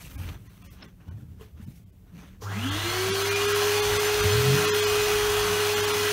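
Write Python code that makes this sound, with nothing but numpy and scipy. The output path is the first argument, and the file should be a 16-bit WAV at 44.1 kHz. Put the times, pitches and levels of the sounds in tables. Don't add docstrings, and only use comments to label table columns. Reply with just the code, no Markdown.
import sys
import numpy as np
from scipy import signal
from scipy.fft import rfft, irfft, next_fast_len
from scipy.io import wavfile
from scipy.ndimage import uniform_filter1d, map_coordinates

SR = 44100
rng = np.random.default_rng(int(sys.argv[2]) if len(sys.argv) > 2 else 0)


def materialize(psi):
    bounded = np.clip(np.atleast_2d(psi).T, -1, 1)
    quanta = np.round(bounded * 32767).astype(np.int16)
    wavfile.write(sys.argv[1], SR, quanta)


def gain_from_decibels(decibels):
    exponent = np.asarray(decibels, float) / 20
    return 10 ** exponent


N = 269892
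SWITCH_S, FULL_HZ = 2.42, 419.6


def unit(x):
    return x / np.sqrt(np.mean(x ** 2) + 1e-20)


def along(points, hz):
    f, v = np.transpose(points)
    return np.interp(np.log(hz + 1), np.log(f + 1), v)


def curve(rows):
    s, value = np.transpose(rows)
    return np.interp(np.arange(N) / SR, s, value)


def wobble(rate):
    return map_coordinates(rng.standard_normal(int(N * rate / SR) + 4), [np.arange(N) * rate / SR])


def filtered(x, response):
    m = next_fast_len(N + SR // 2)
    return irfft(rfft(x, m) * response(np.fft.rfftfreq(m, 1 / SR)), m)[:N]


def humps(x, rows):
    return filtered(x, lambda f: gain_from_decibels(sum(db / (1 + (2 * (f - c) / w) ** 2) for c, w, db in rows)))


def rush(spectrum, patchy_db, shape=lambda hz, t: 1):
    hz, t, z = signal.stft(rng.standard_normal(N), SR, nperseg=512)
    field = uniform_filter1d(rng.standard_normal(z.shape), size=6, axis=0)
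    field = uniform_filter1d(field, size=10, axis=1)
    z = z * gain_from_decibels(patchy_db * unit(field) + along(spectrum, hz)[:, None]) * shape(hz[:, None], t)
    steady = np.sqrt(uniform_filter1d(np.sum(abs(z) ** 2, 0), size=20))
    return unit(signal.istft(z / steady, SR, nperseg=512)[1][:N])


def swells(rows, levels_db, rise, fall):
    t = np.arange(0, N / SR + .01, .002)
    start, length = np.transpose(rows)[:2, :, None]
    before, after = np.clip(start - t, 0, None), np.clip(t - start - length, 0, None)
    db = np.c_[levels_db] - rise * before - fall * after
    return np.interp(np.arange(N) / SR, t, np.sqrt(np.sum(gain_from_decibels(2 * db), 0)))


def switched(fade):
    return np.clip((np.arange(N) / SR - SWITCH_S) / fade + 1, 0, 1)


# turns per second still missing [Hz], time constant [s]
RUN_UP = [(308, .24), (72, .45)]


def shaft(t):
    since = np.clip(t - SWITCH_S, 0, None)
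    missing = sum(gap * np.exp(-since / tau) for gap, tau in RUN_UP)
    return FULL_HZ - missing - 1.75 * np.clip(t - 4.45, 0, None)


# f/Hz, time to fall by 60 dB [s]
ROOM_DECAY = [(200, 0.77), (2000, 0.4), (10000, 0.14)]


def room(x, wet_db):
    hop, wet = round(.2 * SR), np.zeros(N + 2 * SR)
    for start in range(round(2.2 * SR), N, hop):
        hz, t, z = signal.stft(rng.standard_normal(SR // 2), SR, nperseg=256)
        tail = signal.istft(z * gain_from_decibels(-60 * t / along(ROOM_DECAY, hz)[:, None]), SR, nperseg=256)[1]
        piece = x[start:][:2 * hop]
        window = np.sin(np.pi * np.arange(len(piece)) / (2 * hop))
        echo = signal.fftconvolve(piece * window, tail / np.linalg.norm(tail))
        wet[start + 150:][:len(echo)] += echo
    return (x + gain_from_decibels(wet_db) * wet[:N]) / np.sqrt(1 + gain_from_decibels(2 * wet_db))


# f/Hz, level/dB per Hz
STILL = [(300, 0), (700, -12.5), (1500, -17.5), (3000, -17.5), (5000, -22.5), (7000, -22), (10500, -22.5),
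         (13000, -17.5), (16500, -22)]


def still():
    return gain_from_decibels(-68.5) * rush([(150, -34)] + STILL, 0.76)


# t/s, length [s], level/dB, f/Hz
JOLTS = [(0.03, 0.053, -44, 60.7), (0.163, 0.17, -39, 59), (0.408, 0.036, -46, 94),
         (0.668, 0.065, -48.5, 81), (.8, .05, -54, 140), (1.09, 0.15, -43, 106.4), (1.297, .1, -48.5, 101),
         (1.564, 0.062, -46.5, 69), (1.674, 0.023, -43, 127), (2.027, 0.027, -50.5, 60),
         (2.145, 0.058, -45, 170), (2.313, 0.034, -52, 192), (2.505, 0.097, -48, 180),
         (2.695, 0.22, -42, 70.4), (3.08, 0.016, -37, 179), (3.866, 0.078, -34, 55), (4.15, 0.055, -39, 48),
         (4.257, .02, -39, 170), (4.446, 0.13, -34, 168), (4.923, 0.23, -41, 47.7),
         (5.218, 0.1, -38.5, 40.4), (5.38, 0.09, -40.5, 48), (5.488, 0.04, -42, 150),
         (5.664, 0.028, -45, 170), (5.793, 0.066, -45.5, 60), (5.944, 0.061, -44.5, 119)]
# f/Hz, width [Hz]
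BENCH_MODES = [(48, 80), (88, 82), (180, 35)]
REST_DB = [-54.5, -55, -59.5]
# f/Hz, width [Hz], level/dB
OVERTONE = (287, 63, -14)


def bench_ring(c, w):
    response = lambda f: (1j * f * w / (c * c - f * f + 1j * f * w)) ** 2
    return unit(filtered(rng.standard_normal(N), response))


def bench():
    db, hz = np.transpose(JOLTS)[2:]
    out = np.zeros(N)
    for rest_db, (c, w) in zip(REST_DB, BENCH_MODES):
        jolt_db = db - 13 * np.log2(hz / c) ** 2
        level = np.hypot(gain_from_decibels(rest_db + 1.5 * wobble(8.0)), swells(JOLTS, jolt_db, 347, 162))
        out += level * bench_ring(c, w)
    over_hz, width_hz, over_db = OVERTONE
    return out + level * gain_from_decibels(over_db) * bench_ring(over_hz, width_hz)


# t/s, peak level/dB, ring level/dB, ping f/Hz
KNOCKS = [(0.808, -55, -28, 4540), (0.8237, -33, -31, 5200), (0.824, -34.5, -29, 5460),
          (0.824, -39, -26, 4140), (0.836, -41, -30, 5350), (0.827, -31, -19, 1466), (1.396, -48, 0, 1080),
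          (1.409, -40, 3.5, 2820), (1.453, -47, -9, 1120), (1.578, -54, -12, 2130), (1.592, -53, -10, 1050),
          (2.419, -39, 4.5, 465)]
# f/Hz, level/dB, time to fall by 60 dB [s]
BLOCK_MODES = [(433, 5, 0.12), (1050, -7, 0.083), (2910, -13, 0.038), (3180, -10, 0.051)]
# t/s, peak level/dB, f/Hz
THUMPS = [(0.187, -17, 87), (0.12, -36, 280), (0.16, -34, 260), (0.2, -32, 290), (0.245, -33, 270),
          (0.292, -31.5, 300), (0.21, -36, 61.7), (0.24, -19, 79), (0.329, -47, 47.7), (1.079, -25, 81.6),
          (1.139, -22.5, 108), (1.298, -30, 91.5), (1.568, -35, 135), (1.595, -25.5, 217), (1.623, -32, 90),
          (1.672, -25, 136), (1.678, -26, 228), (1.7, -46, 149), (2.141, -28, 182), (3.857, -29, 98),
          (4.247, -5, 95.3), (4.236, -18, 184), (4.165, -24, 48), (4.36, -20, 80), (5.03, -27, 46),
          (5.44, -28, 58)]


def knocks():
    out, t = np.zeros(N + SR), np.arange(SR // 4) / SR
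    for s, db, ring_db, ping_hz in KNOCKS:
        ring = sum(gain_from_decibels(level + rng.normal(0, 0.8) - 60 * t / t60) * np.sin(2 * np.pi * hz * t)
                   for hz, level, t60 in BLOCK_MODES)
        scrape = np.diff(uniform_filter1d(rng.standard_normal(len(t) + 1), size=7)) * 2.4
        scuff = gain_from_decibels(2.0 - 60 * t / 0.025) * scrape * min(1, 2000 / ping_hz)
        ping = gain_from_decibels(-60 * t / 0.023) * np.sin(2 * np.pi * ping_hz * t)
        tap = (gain_from_decibels(ring_db) * ring + scuff + ping) * (1 - np.exp(-t / 0.002))
        out[round(s * SR):][:len(t)] += gain_from_decibels(db - 5.0) * tap
    for s, db, hz in THUMPS:
        swell = np.exp(-t * hz / 2.1) * (1 - np.exp(-t * hz / 1.24))
        out[round(s * SR):][:len(t)] += gain_from_decibels(db - 3.5) * swell * np.sin(2 * np.pi * hz * t)
    return out[:N]


# t/s, length [s], level/dB, centre f/Hz, width [Hz]
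SNAGS = [(.012, .008, -59, 2500, 900), (0.018, .006, -52, 7500, 7000), (.062, .003, -62, 8000, 8000),
         (0.04, 0.02, -52, 2600, 500), (0.067, .005, -55, 2600, 600), (0.112, .006, -64, 2500, 900),
         (0.216, .006, -52, 2700, 800), (0.232, .012, -50, 2300, 2000), (0.248, .015, -58, 2900, 500),
         (0.287, .004, -46, 2200, 2800), (0.299, .005, -54, 2700, 800)]
# t/s, peak level/dB
TICKS = [
    (.81, -50),
    (.8252, -41),
    (.8281, -38),
    (.8293, -38),
    (.8315, -36),
    (.84, -49),
    (.2895, -38),
    (.2925, -36),
    (.299, -41),
    (.301, -41),
]


def snags():
    out, t = np.zeros(N), np.arange(4096) / SR
    f = np.fft.rfftfreq(len(t), 1 / SR)
    for s, length, db, c, w in SNAGS:
        band = unit(irfft(rfft(rng.standard_normal(len(t))) / (1 + (2 * (f - c) / w) ** 4)))
        fade = gain_from_decibels(db - 60 * np.clip(t - length, 0, None) / 0.053)
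        out[round(s * SR):][:len(t)] += fade * (1 - np.exp(-t / 0.0012)) * band
    for k, (s, db) in enumerate(TICKS):
        sign = -1 if k == 3 else 1
        tick = np.sin(2 * np.pi * 3000 * t) * np.exp(-t / .00015)
        out[round(s * SR):][:len(t)] += sign * gain_from_decibels(db + 6) * tick
    return out


# t/s, length [s], level/dB, rasp from pressure [dB], hiss from speed [dB]
STROKES = [(0.009, 0.053, -52, -5, 1), (0.107, 0.078, -53.5, 1.5, 0.5), (0.198, 0.067, -50.5, 2, -2),
           (0.29, 0.02, -50.5, 4.5, -5), (.325, .02, -61, 7, -3), (.39, 0.045, -69.5, -3, 3),
           (0.46, 0.12, -62, 2, -2.5), (0.627, .11, -59, 3, 0), (0.76, 0.033, -61.5, 6, -15),
           (0.823, 0.0071, -53, 5, -21), (0.848, 0.018, -57, 2.5, -9), (1.009, 0.019, -65, 8.5, -13),
           (1.083, 0.018, -60, 9, -6), (1.18, .04, -68.5, 7, -0.5), (1.3, .02, -70, 2, -2),
           (1.416, 0.013, -55, 2.5, -4), (1.445, 0.017, -70, 10, -7), (1.582, 0.023, -63, 5.5, -14),
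           (1.62, 0.093, -66.5, -2, 4), (1.76, 0.02, -67, -8, 5.5), (2.07, 0.065, -73, 11, -6),
           (2.15, .03, -62.5, -1, -6), (2.186, 0.097, -56.5, 1.5, -8.5), (2.313, .035, -67, 4, -6)]
# f/Hz, level/dB per Hz
GRIT = [(1200, -10.5), (2000, -4), (2700, -2), (4000, -8.5), (5000, -18), (6200, -8), (7500, -28),
        (9000, -67)]
RASP = [(250, 2.5), (420, -4), (700, -8.5), (1100, -6.5), (1700, -8), (2300, -25), (3000, -46)]
HISS = [(5500, -6), (7000, -7), (9000, -5.5), (10600, -7), (13000, -4), (15500, -4.5), (17000, -6)]


def sanding():
    db, press_db, skim_db = np.transpose(STROKES)[2:]
    grit, rasp, hiss = (swells(STROKES, level, 502, 248) for level in (db, db + press_db, db + skim_db))
    catch = 1.6 * wobble(50) + 2.2 * wobble(350)
    out = grit * gain_from_decibels(catch - 3.0) * rush(GRIT, 2.0)
    out += rasp * gain_from_decibels(0.66 * catch - 1.5) * rush(RASP, 2.2)
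    return out + hiss * gain_from_decibels(0.5 + 0.33 * catch) * rush(HISS, 2)


# f/Hz, level/dB per Hz
SPARK = [(2500, -8), (4000, -6), (6200, -2), (7400, -9), (8000, -20), (14000, -12), (16000, -16)]
# f/Hz, level/dB per Hz
GULP = [(500, -5), (800, -2), (1200, 7), (1600, 0), (2200, -18), (3500, -26)]
# f/Hz, level/dB per Hz
PUFF = [(1800, -20), (2800, 0), (3300, 0), (4300, 1), (5000, -8), (6200, -1), (9000, -11), (15500, -11)]


def spark():
    t = np.arange(N) / SR - 2.408
    burn = gain_from_decibels(-46 - 60 * np.clip(t - 0.03, 0, None) / 0.34) * np.clip(t / 0.016, 0, 1)
    gulp = (t > .012) * swells([(2.445, 0.083)], [-45], 220, 230)
    puff = swells([(2.51, 0.077)], [-50.5], 300, 100)
    return burn * rush(SPARK, 1.1) + gulp * rush(GULP, 1.4) + puff * rush(PUFF, 2.0)


# f/Hz, width [Hz], level/dB
WHISTLES = [(4343, 40, -52), (4801, 20, -51), (6104, 60, -52), (2311, 30, -54), (759, 30, -51),
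            (3339, 30, -52)]
# t/s, length [s]
LIFTED = [
    (4.15, .55),
]


def whistles():
    share = shaft(np.arange(N) / SR) / FULL_HZ
    sing = 1 + swells(LIFTED, [-1.5], 30, 40)
    out = np.zeros(N)
    for c, w, db in WHISTLES:
        tone = unit(filtered(rng.standard_normal(N), lambda f: 1 / (1 + (2 * (f - c) / w) ** 2)))
        out += gain_from_decibels(db) * (sing if c == WHISTLES[0][0] else 1) * tone
    return share ** 12 * out


# t/s, length [s], level/dB, tilt [dB an octave]
TUGS = [
    (4.244, .03, -41.5, 4),
    (4.342, 0.053, -25, -5),
    (4.42, .03, -32, -9),
    (4.47, 0.072, -22.5, -5),
    (4.535, .05, -39.5, 17),
    (4.635, 0.03, -40.5, 15.5),
]
# t/s, ribs per second f/Hz
RIBS = [(4.25, 32.3), (4.35, 37.1), (4.4, 40.3), (4.45, 43), (4.5, 44.4), (4.56, 45.4), (4.65, 51.3),
        (4.72, 55)]
RIB_DB = [-15, 0.5, -14, -16]


def hose():
    turn = 2 * np.pi * np.cumsum(curve(RIBS) * (1 + .008 * wobble(30))) / SR
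    db, bright_db = np.transpose(TUGS)[2:]
    out = np.zeros(N)
    for k, level in zip((2, 3, 4, 6), RIB_DB):
        out += swells(TUGS, db + level + bright_db * np.log2(k / 3), 347, 296) * np.sin(k * turn)
    return np.sqrt(2) * out


def air_shape(hz, t):
    slot_hz = 12 * shaft(t)
    near = hz / slot_hz
    lag = 1 - shaft(t) / FULL_HZ
    edge = (1 + near ** 8) ** (-.15 - 0.049 * lag)
    awake = 1 - np.exp(-np.clip(t - SWITCH_S - .022, 0, None) / .022)
    hiss = (1 + (hz / 5000) ** 8) ** (0.18 * awake)
    bunch = 1 + 2.6 * lag * np.exp(-((near - .97) / .08) ** 2)
    lean = np.clip(np.maximum(hz, 1300) / slot_hz, .1, 1) ** (0.17 * lag)
    growl = 1 + 0.9 * lag / (1 + (hz / 735) ** 4)
    return edge * hiss * bunch * lean * growl


# f/Hz, level/dB per Hz
ROAR = [(200, -26), (300, -19.5), (450, -16.5), (520, -28.5), (650, -16), (800, -23), (950, -16),
        (1300, -15.5), (1800, -17), (2300, -18.5), (2900, -15), (4200, -20), (5200, -21.5), (7000, -31)]
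JET = [(3500, -24), (5000, -3.5), (6100, 5.5), (7000, 0.5), (8000, -2.5), (9300, 2), (11000, -7),
       (13800, -6), (15500, -13), (15900, -18)]
# f/Hz, width [Hz], level/dB
CASING = [(472, 26, 5), (757.5, 53, 8), (1129, 190, 3.5), (1204, 48, -3.5), (1353, 153, 3.5),
          (1617, 200, 3), (1820, 99, -1.5), (1987, 260, 3), (2360, 40, 3), (2600, 31, -1), (2870, 110, 2.5),
          (3318, 130, 4), (4217, 125, 5), (4830, 59, -6)]
NOZZLE = [(6110, 200, 5.5), (6870, 170, 6), (7690, 280, 5), (7930, 240, -4), (9010, 200, 2.5),
          (9600, 390, 2), (10450, 350, -7), (11200, 300, 3), (11700, 400, -16), (12300, 300, 8),
          (12500, 440, 4), (13730, 300, 9), (14400, 400, -4), (15400, 500, 2)]


def air():
    share = shaft(np.arange(N) / SR) / FULL_HZ
    gust = 0.37 * wobble(8) + 0.76 * wobble(300)
    roar = (share ** 1.84 + 0.061) * gain_from_decibels(-29 - 1.5 + gust) * humps(rush(ROAR, 1.2, air_shape), CASING)
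    jet = (share ** 2.5 + 0.035) * gain_from_decibels(-35.5 - 3.0 + gust) * humps(rush(JET, 0.84), NOZZLE)
    return switched(0.024) * (room(roar, -7) + room(jet, -5.5))


# f/Hz, level/dB
MOUNT = [(120, -75), (180, -36), (210, -29), (240, -39), (265, -24), (290, -36), (312, -32), (328, -44),
         (345, -30), (358, -36), (372, -27), (385, -26.5), (419, -26)]
# t/s, level/dB
NEAR = [(3.3, -3), (3.62, 1), (3.95, -1.5), (4.15, 0), (5.1, 0.6), (6.12, -2.5)]
# f/Hz, level/dB
BLADES = [(1300, -66), (2050, -46), (2270, -45), (2390, -57), (2428, -33), (2465, -50), (2490, -38),
          (2495, -46), (2510, -41)]
# f/Hz, level/dB
SLOTS = [(800, -62), (1250, -50), (1650, -50), (2100, -55), (2500, -49), (2750, -47), (3050, -52),
         (3350, -45), (3600, -47), (3850, -43), (4100, -45), (4350, -41), (4600, -43), (4800, -44),
         (4900, -47), (4990, -51), (5030, -50)]
TWICE = [(2500, -72), (3300, -56), (3800, -64), (4350, -53), (4900, -66), (6200, -62), (7000, -72)]
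ORDERS_AT = [2, 8, 24]
ORDERS_DB = [(-45, 0.45), (-58, 0.54), (-57, 0.6)]


def motor():
    t = np.arange(N) / SR
    speed = shaft(t)
    lag, turn = abs(1 - speed / FULL_HZ), 2 * np.pi * np.cumsum(speed) / SR
    out = gain_from_decibels(along(MOUNT, speed) + curve(NEAR) + 0.49 * wobble(25)) * np.sin(turn + 0.16 * wobble(38))
    blade_db = along(BLADES, 6 * speed) + .8 * wobble(7) + 1.5 * wobble(20)
    out += gain_from_decibels(blade_db) * np.sin(6 * turn + .3 * wobble(25))
    slot_db = along(SLOTS, 12 * speed) + 1.5 * wobble(6) + 2.2 * wobble(30)
    out += gain_from_decibels(slot_db) * np.sin(12 * turn + (.5 + .5 * lag ** 2) * wobble(70))
    out += gain_from_decibels(along(TWICE, 24 * speed) + 2.5 * wobble(40)) * np.sin(24 * turn + 2.5 * wobble(600))
    for k, (db, waver) in zip(ORDERS_AT, ORDERS_DB):
        level = gain_from_decibels(db - 1.5 + 4 * wobble(4)) * (speed / FULL_HZ) ** 4
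        out += level * np.sin(k * turn + waver * wobble(25))
    hum_hz, rise = 100, 1 - np.exp(-np.clip(t - SWITCH_S, 0, None) / 0.087)
    hum_db = -41.5 + 16.5 * lag ** 0.58 + 1.3 * wobble(14)
    hum = rise * gain_from_decibels(hum_db) * np.sin(2 * np.pi * hum_hz * t + 0.3 * wobble(4.5))
    buzz = rise * gain_from_decibels(-40.5) * np.exp(-abs(t - SWITCH_S) / 0.11) * np.sin(8 * np.pi * hum_hz * t)
    return np.sqrt(2) * (out * switched(0.0068) + hum + buzz)


def scene():
    background = still() + bench() + knocks() + snags()
    mono = background + sanding() + spark() + whistles() + hose() + air() + motor()
    return np.array([mono, mono])


COARSE_AT = [7.2, 22, 29, 31, 32, 38, 40, 50.85, 77, 86, 89, 126, 145, 146, 151, 154, 156, 162, 165, 178,
             186, 197, 218, 220, 221, 225, 227, 269, 272, 274, 277]
# f/Hz, rounding step [local rms]
COARSENESS = [(300, 0.16), (700, 1.8), (2000, 2.6), (6000, 3.1), (9000, 4.39), (15000, 5.4)]
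EXTRA_DB = 2.3, .4
SHARP = [7.2, 50.85]
EMPTY_OVER = {7.2: 4400, 38: 5800, 50.85: 4900, 126: 5600}


def coarse_moments(x):
    hop = 1024 * 44100 / 48000
    m = round(hop)
    n, k = np.arange(2 * m), np.arange(m)
    hz = k * SR / (2 * m)
    sharp = signal.windows.kaiser_bessel_derived(2 * m, 4 * np.pi)
    window = np.where(np.isin(COARSE_AT, SHARP)[:, None], sharp, np.sin(np.pi * (n + .5) / (2 * m)))
    basis = np.cos(np.pi / m * np.outer(k + .5, n + .5 + m / 2)) * np.sqrt(2 / m)
    spots = np.round(740 + hop * np.array(COARSE_AT)).astype(int)[:, None] - m + n
    lines = (x[spots] * window) @ basis.T
    local = np.sqrt(abs(uniform_filter1d(lines ** 2, size=40, axis=1))) + 1e-9
    luck_db = 1.1 * np.repeat(rng.standard_normal((len(COARSE_AT), 60)), 16, axis=1)[:, :m]
    luck = gain_from_decibels(np.where(spots[:, :1] < SWITCH_S * SR, *EXTRA_DB) + luck_db)
    step = local * luck * along(COARSENESS, hz)
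    step[COARSE_AT.index(38), hz < 5700] *= gain_from_decibels(-13)
    kept = gain_from_decibels(1.0) * step * np.sign(lines) * np.floor(abs(lines) / step + .4)
    kept *= hz < np.c_[[EMPTY_OVER.get(moment, SR) for moment in COARSE_AT]]
    return x + np.bincount(spots.ravel(), ((kept - lines) @ basis * window).ravel(), N)


# t/s, low f/Hz, high f/Hz, level/dB
SIDE_BURSTS = [(1.209, 13780, 15160, -78), (1.304, 6930, 8270, -81), (1.881, 12450, 13780, -86),
               (1.882, 14470, 15850, -81), (2.02, 6930, 7620, -84), (2.115, 13090, 14470, -84),
               (2.118, 6850, 8100, -84), (2.908, 6290, 7580, -45), (2.939, 11870, 14430, -47),
               (2.949, 9000, 10290, -46), (3.276, 5200, 6330, -41), (3.741, 11020, 12400, -48),
               (3.742, 8270, 9650, -42), (3.765, 13090, 14510, -46), (3.767, 4160, 5600, -39),
               (3.952, 5140, 6300, -40), (3.953, 13780, 15160, -46), (4.065, 5680, 6890, -38),
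               (4.322, 5730, 6750, -36), (4.903, 6330, 7500, -40), (5.043, 5680, 6740, -38),
               (5.482, 7660, 8960, -43)]


def side_bursts():
    out, m = np.zeros(N), 1024
    n, window = np.arange(2 * m), signal.windows.kaiser_bessel_derived(2 * m, 4 * np.pi)
    for s, low_hz, high_hz, db in SIDE_BURSTS:
        k = np.arange(round(low_hz * 2 * m / SR), round(high_hz * 2 * m / SR))
        band = rng.standard_normal(m)[k] @ np.cos(np.pi / m * np.outer(k + .5, n + .5 + m / 2))
        start = 142 + m * round((s * SR - 142) / m - 1)
        out[start:][:2 * m] += gain_from_decibels(db - 3.0) * unit(band) * window
    return out


def band_limit(x):
    return signal.sosfilt(signal.butter(12, 16930, fs=SR, output="sos"), x)


def record(dry):
    band = lambda hz: (hz < 15745) / (1 + (32 / (hz + 1)) ** 6)
    mono, side = filtered(coarse_moments(dry[0]), band), side_bursts()
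    return band_limit(np.array([mono + side, mono - side]))


dry = scene()
out = record(dry)
materialize(out)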